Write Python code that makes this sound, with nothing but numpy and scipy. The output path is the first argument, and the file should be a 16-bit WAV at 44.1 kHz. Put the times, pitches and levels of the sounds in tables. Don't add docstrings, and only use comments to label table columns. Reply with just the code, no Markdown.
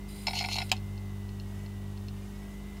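import sys
import numpy as np
from scipy import signal
from scipy.fft import rfft, irfft, next_fast_len
from scipy.io import wavfile
from scipy.ndimage import uniform_filter1d

SR = 44100
rng = np.random.default_rng(int(sys.argv[2]) if len(sys.argv) > 2 else 0)


def wav_record(signal):
    frames = np.transpose(np.atleast_2d(signal))
    bounded = np.clip(frames, -1, 1)
    quanta = np.round(bounded * 32767).astype(np.int16)
    wavfile.write(sys.argv[1], SR, quanta)


N = 123479
T = np.arange(N) / SR


def amp(db):
    return 10 ** (np.asarray(db) / 20)


def unit(x):
    return x / np.sqrt(np.mean(x ** 2) + 1e-20)


def add(mix, start_s, sound):
    part = mix[round(start_s * SR):][:len(sound)]
    part += sound[:len(part)]


def coloured(x, points):
    hz, db = np.transpose(points)
    size = next_fast_len(len(x))
    bins_hz = np.fft.rfftfreq(size, 1 / SR)
    gain = amp(np.interp(np.log(bins_hz + 1), np.log(hz), db))
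    return unit(irfft(rfft(x, size) * gain, size)[:len(x)])


def noise(points, size=N):
    return coloured(rng.standard_normal(size), points)


def tone(hz):
    cycles = np.cumsum(hz * np.ones(N)) / SR + rng.random()
    return np.sqrt(2) * np.sin(2 * np.pi * cycles)


def waver(hz):
    spectrum = rfft(rng.standard_normal(N))
    low_pass = np.exp(-(np.fft.rfftfreq(N, 1 / SR) / hz) ** 2)
    return unit(irfft(spectrum * low_pass, N))


def ring(modes, size=6000):
    t = T[:size]
    out = np.zeros(size)
    for hz, db, t60 in modes:
        out += rng.choice([-1, 1]) * amp(db - 60 * t / t60) * np.sin(2 * np.pi * hz * t)
    return out


BASS_HZ, MID_HZ, TREBLE_HZ = 830, 2420, 4400
CRACK_DECAY_S, RISE_S = .003, .0007
TAIL_DB, TAIL_DECAY_S, TAIL_HIGH_HZ = -17, 0.023, 4700


def blow(modes, crack, crack_db, bass_db, treble_db, size=6000):
    t = T[:size]
    dense = amp(crack_db) * noise(crack, size=size)
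    dull = signal.lfilter(*signal.butter(2, TAIL_HIGH_HZ, fs=SR), dense)
    sound = ring(modes)
    sound += dense * np.exp(-t / CRACK_DECAY_S)
    sound += dull * amp(TAIL_DB) * np.exp(-t / TAIL_DECAY_S)
    bins_hz = np.fft.rfftfreq(2 * size, 1 / SR)
    tilt_db = np.interp(bins_hz, [BASS_HZ, MID_HZ, TREBLE_HZ], [bass_db, 0, treble_db])
    tilted = irfft(rfft(sound, 2 * size) * amp(tilt_db))[:size]
    return tilted * np.minimum(t / RISE_S, 1)


# (frequency [Hz], level [dB])
MAINS_HARMONICS = [(50, -45.5), (150, -55.5), (200, -45), (250, -70), (300, -61.5), (350, -61.5),
                   (400, -58)]


def mains_hum():
    return sum(amp(db) * tone(hz) for hz, db in MAINS_HARMONICS)


# (time [s], level [dB])
DRONE_SWELL = [(0.0, -54), (0.05, -49.5), (0.18, -52.5), (0.39, -42), (0.91, -38.5), (1.32, -40.5),
               (2.07, -40), (2.63, -54.5), (2.8, -59)]
DRONE_HZ, DRONE_FIFTH_DB = 97.35, -16.5


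def drone():
    swell = amp(np.interp(T, *np.transpose(DRONE_SWELL)))
    fifth = amp(DRONE_FIFTH_DB) * tone(DRONE_HZ * 3 / 2)
    return swell * (tone(DRONE_HZ) + fifth)


# (frequency [Hz], relative density [dB])
AIR_SHAPE = [(20, -92), (45, -71.5), (130, -78), (230, -80.5), (330, -86), (520, -87), (800, -86),
             (1060, -88.5), (1500, -94), (2500, -97.5), (2950, -92), (3300, -99), (3700, -94.5),
             (4000, -100), (4300, -99.5), (4800, -101), (6000, -101), (10000, -104), (15500, -106)]
# (frequency [Hz], relative density [dB])
RUMBLE_SHAPE = [(20, -39), (60, -54), (80, 17), (95, 2), (125, -45), (400, -32)]
AIR_DB, RUMBLE_DB = -52, -56


def room_noise():
    return amp(AIR_DB) * noise(AIR_SHAPE) + amp(RUMBLE_DB) * noise(RUMBLE_SHAPE)


# (time [s], speed [turns/s])
SPINDLE_COURSE = [(0, 83.3), (.96, 83.5), (1.2, 79.9), (1.42, 76.8), (1.49, 76.9), (1.66, 80.8),
                  (1.9, 77.4), (2.12, 74.3), (2.2, 74.8), (2.54, 82.5), (2.8, 83.6)]
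FULL_PUSH_TURNS_PER_S2 = 9.4


def spindle_motion():
    spin = uniform_filter1d(np.interp(T, *np.transpose(SPINDLE_COURSE)), size=2000)
    push = np.clip(np.gradient(spin) * SR / FULL_PUSH_TURNS_PER_S2, 0, 1)
    return spin, push


WHINE_MULTIPLES = (24, 25)
WHINE_LEVELS = [-66.5, -64.5]
WHINE_PEAK_HZ, WHINE_WIDTH_HZ, WHINE_OFF_DB = 2030, 95, -28
PUSH_DB = 3.5


def whine(spin, push):
    out = np.zeros(N)
    for order, db, driven in zip(WHINE_MULTIPLES, WHINE_LEVELS, (push, 0)):
        hz = order * spin
        near = 1 / np.hypot(1, ((hz - WHINE_PEAK_HZ) / WHINE_WIDTH_HZ) ** 2)
        out += amp(db + PUSH_DB * driven) * (amp(WHINE_OFF_DB) + near) * tone(hz)
    return out


# (frequency [Hz], level per line [dB])
BUZZ_LEVELS = [(300, -61), (900, -77), (2000, -73.5), (2900, -75.5), (3800, -88), (5200, -81.5),
               (9000, -82.5), (15000, -91)]
POLE_PAIRS, BUZZ_SCATTER_DB, BUZZ_FLICKER_HZ = 4, 2, 45


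def motor_buzz(spin, push):
    out = np.zeros(N)
    for harmonic in range(2, 48):
        hz = harmonic * POLE_PAIRS * spin
        db = np.interp(hz.mean(), *np.transpose(BUZZ_LEVELS))
        db += BUZZ_SCATTER_DB * rng.standard_normal()
        out += amp(db) * np.sqrt(push) * waver(BUZZ_FLICKER_HZ) * tone(hz)
    return out


# (frequency [Hz], relative density [dB])
HEAD_HISS = [(1500, -20), (2300, -4), (3850, -7), (4000, 6), (4150, -8), (4520, -1), (4750, -11), (4970, 6),
             (5120, -13), (6300, -18), (7000, -6), (8200, -9), (8650, 1), (9300, -2), (10100, -9),
             (10800, -3), (11950, -11), (12500, -5), (13400, -17), (14600, -15), (14900, -1), (15200, -18),
             (16000, -26)]
HEADS_ON_S, HEADS_OFF_S, HEADS_FADE_S = .076, .708, .012
HEADS_DB, HEADS_FLUTTER_DB, HEADS_FLUTTER_HZ = -53.5, 1.3, 80


def heads():
    flying = np.clip(np.minimum(T - HEADS_ON_S, HEADS_OFF_S - T) / HEADS_FADE_S, 0, 1)
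    level = amp(HEADS_DB + HEADS_FLUTTER_DB * waver(HEADS_FLUTTER_HZ))
    return level * flying * noise(HEAD_HISS)


# (time [s], level [dB], bass tilt [dB], treble tilt [dB])
KNOCK_HITS = [(0.2687, -31.5, 10, 7.5), (.273, -32, 13, -10), (.278, -35.5, 19, -25),
              (.282, -33.5, 14, 1.5), (.2915, -43.5, 15, 3), (0.308, -40.5, 16, 3.5),
              (.3325, -34.5, 16, -3.5), (.357, -42.5, 14, -6), (.368, -46, 19, -2), (.379, -53, 11, -3),
              (.4005, -37.5, 2, 6), (.4065, -40, 18.5, -18), (.4095, -33.5, 10.5, -5), (.413, -51, -8, -14),
              (.4225, -41.5, 20, 1.5), (.4405, -33, 12.5, -10), (.4475, -31.5, 6.5, -13),
              (.458, -43.5, 6, 9.5), (.461, -45.5, 22, -5), (.4865, -35, 13.5, -6), (.516, -48.5, 20, -7),
              (.557, -48, 24.5, -10), (.574, -40.5, 17, -6), (.584, -31.5, 10, -0.5),
              (.6035, -35.5, 14.5, -6), (.617, -31, 6.5, -5), (.623, -45, 19, 6), (1.662, -61, 21, -1),
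              (2.769, -60.5, 18, 3.5)]
# (frequency [Hz], relative level [dB], decay by 60 dB [s])
CASE_MODES = [(715, -12.5, 0.045), (775, -13.5, 0.05), (825, -15, 0.045), (930, -16.5, 0.035),
              (1445, -25, 0.12), (2125, -2, 0.045), (2310, -5, 0.06), (2650, -3, 0.045), (3340, -4, 0.03),
              (3895, -10, 0.11), (4235, -1.5, 0.05), (4980, -7, 0.03), (5170, -5, 0.065), (5520, -10, 0.06),
              (7100, -15, 0.02)]
# (frequency [Hz], relative density [dB])
KNOCK_CRACK = [(200, -26), (550, -40), (690, -8.5), (900, -12.5), (1200, -24), (1800, -22), (2150, 5.5),
               (3700, -6), (4400, 6), (4750, -0.5), (5350, 5.5), (5900, -20), (7100, -7), (9500, -25),
               (15000, -12.5)]
KNOCK_CRACK_DB = 2.5
# (frequency [Hz], level [dB], decay by 60 dB [s])
LID_MODE = [(3910, -30.5, 0.14)]
LID_S = .586


def knocks():
    out = np.zeros(N)
    for start_s, db, bass_db, treble_db in KNOCK_HITS:
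        modes = [(hz * (1 + rng.uniform(-.0116, .008)), mode_db, t60) for hz, mode_db, t60 in CASE_MODES]
        add(out, start_s, amp(db) * blow(modes, KNOCK_CRACK, KNOCK_CRACK_DB, bass_db, treble_db))
    add(out, LID_S, ring(LID_MODE))
    return out


# (time [s], length [s], level [dB])
SEEKS = [(0.336, 0.014, -46), (.352, 0.0064, -36.5), (0.36, 0.0092, -37), (0.371, 0.014, -38.5),
         (0.387, 0.0072, -31.5), (0.407, 0.01, -41), (0.426, 0.0034, -41), (0.437, 0.012, -45.5),
         (0.49, 0.0247, -45), (0.513, 0.012, -39.5), (0.524, 0.012, -35), (0.54, 0.0059, -35),
         (0.555, 0.0052, -36.5), (.563, 0.0063, -34.5), (0.584, 0.0061, -39), (0.599, 0.0054, -44),
         (0.693, 0.0087, -48.5)]
# (frequency [Hz], relative density [dB])
RASP_SHAPE = [(540, -12), (780, -1), (1200, -13), (1800, -17.5), (2100, 2.5), (2700, 4), (3100, 0.5),
              (3450, -2.5), (4050, -2), (4400, -14), (4750, -5), (5200, -1), (6000, -7), (6900, -3.5),
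              (7700, -20), (13000, -15)]
# (frequency [Hz], relative level [dB], decay by 60 dB [s])
SUSPENSION_MODES = [(2650, -1, 0.025), (3895, -4, 0.07), (4290, -1, 0.03), (4490, -.5, 0.03)]
SLIPS_PER_S, SCRAPE_EDGE_S, SCRAPE_RING_DB = 2400, .002, -2
SQUEAL_HZ, SQUEAL_JITTER_HZ, SQUEAL_WAVER_HZ = 4230, 45, 200
SQUEAL_BUILD_S, SQUEAL_DB = .003, 0


def scraping():
    level = np.zeros(N)
    for start_s, length_s, db in SEEKS:
        inside_s = np.minimum(T - start_s, start_s + length_s - T)
        level += amp(db) * np.clip(inside_s / SCRAPE_EDGE_S + .5, 0, 1)
    slips = rng.choice([-1., 1.], N) * (rng.random(N) < SLIPS_PER_S / SR)
    rasp = level * coloured(slips, RASP_SHAPE)
    body = ring(SUSPENSION_MODES)
    ringing = signal.fftconvolve(level * unit(slips), body / np.linalg.norm(body))[:N]
    keep = np.exp(-1 / (SQUEAL_BUILD_S * SR))
    squeal_level = signal.lfilter([1 - keep], [1, -keep], level)
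    squeal = squeal_level * tone(SQUEAL_HZ + SQUEAL_JITTER_HZ * waver(SQUEAL_WAVER_HZ))
    return rasp + amp(SCRAPE_RING_DB) * ringing + amp(SQUEAL_DB) * squeal


# (time [s], level [dB], bass tilt [dB], treble tilt [dB])
PARK_HITS = [(.7163, -20, -5.5, -3.5), (.7222, -35, 5, 3), (.725, -38.5, 9.5, -18)]
# (frequency [Hz], relative level [dB], decay by 60 dB [s])
STOP_MODES = [(765, -1.5, 0.048), (905, -10, 0.035), (1600, -13, 0.04), (2555, 4.5, 0.026),
              (2680, 3.5, 0.022), (3150, -1, 0.018), (3420, 0, 0.016), (3850, 3, 0.018), (4315, 2, 0.02),
              (4970, 6, 0.018), (6100, -7, .018), (6950, 0, 0.015), (11000, -10, .01), (13610, -9, .011)]
# (frequency [Hz], relative density [dB])
STOP_CRACK_SHAPE = [(150, -8), (590, -34), (740, 13), (1200, -4), (2050, -4), (2700, 6), (5200, -6),
                    (5800, -5), (7700, 0), (9300, -10), (14000, -11), (15500, -20)]
STOP_CRACK_DB = 3.5
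# (frequency [Hz], level [dB], decay by 60 dB [s])
DOCK_THUMP = [(209.3, -36.5, 0.16)]
THUMP_S = .722


def parking():
    out = np.zeros(N)
    for start_s, db, bass_db, treble_db in PARK_HITS:
        add(out, start_s, amp(db) * blow(STOP_MODES, STOP_CRACK_SHAPE, STOP_CRACK_DB, bass_db, treble_db))
    add(out, THUMP_S, ring(DOCK_THUMP))
    return out


# (time [s], level [dB])
TICK_TIMES = [(0.767, -46), (0.777, -52.5), (0.978, -52.5), (1.2913, -53), (1.3994, -47), (1.662, -53),
              (1.976, -53.5), (2.0844, -46.5)]
# (frequency [Hz], relative level [dB], decay by 60 dB [s])
TICK_MODES = [(2700, -1, 0.029), (3000, -3, 0.013), (4280, 5.5, 0.021), (5150, 3.5, 0.01),
              (5800, -9, 0.005)]


def ticks():
    out = np.zeros(N)
    for start_s, db in TICK_TIMES:
        add(out, start_s, amp(db) * ring(TICK_MODES))
    return out


CASE_LOW_HZ, CASE_HIGH_HZ = 650, 12500


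def through_case(x):
    band = signal.butter(N=6, Wn=[CASE_LOW_HZ, CASE_HIGH_HZ], btype="bandpass", fs=SR, output="sos")
    return signal.sosfilt(band, x)


ROOM_DB, ROOM_T60_S = -10.5, 0.048


def room(x, size=12000):
    t = T[:size]
    sparse = (rng.random(size) < .1) * (t > .003)
    taps = rng.standard_normal(size) * sparse * amp(-60 * t / ROOM_T60_S)
    return x + amp(ROOM_DB) * signal.fftconvolve(x, taps / np.linalg.norm(taps))[:N]


SIDE_DB = -77.5


def scene():
    spin, push = spindle_motion()
    steady = mains_hum() + drone() + room_noise() + whine(spin, push) + motor_buzz(spin, push) + heads()
    inside = knocks() + scraping()
    centre = steady + room(through_case(inside) + parking() + ticks())
    side = amp(SIDE_DB) * rng.standard_normal(N)
    return np.array([centre + side, centre - side])


EDGE_HZ = 15780


def record(dry):
    low_pass = signal.firwin(511, EDGE_HZ, window=("kaiser", 9), fs=SR)
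    return signal.oaconvolve(dry, low_pass[None], "same")


dry = scene()
out = record(dry)
wav_record(out)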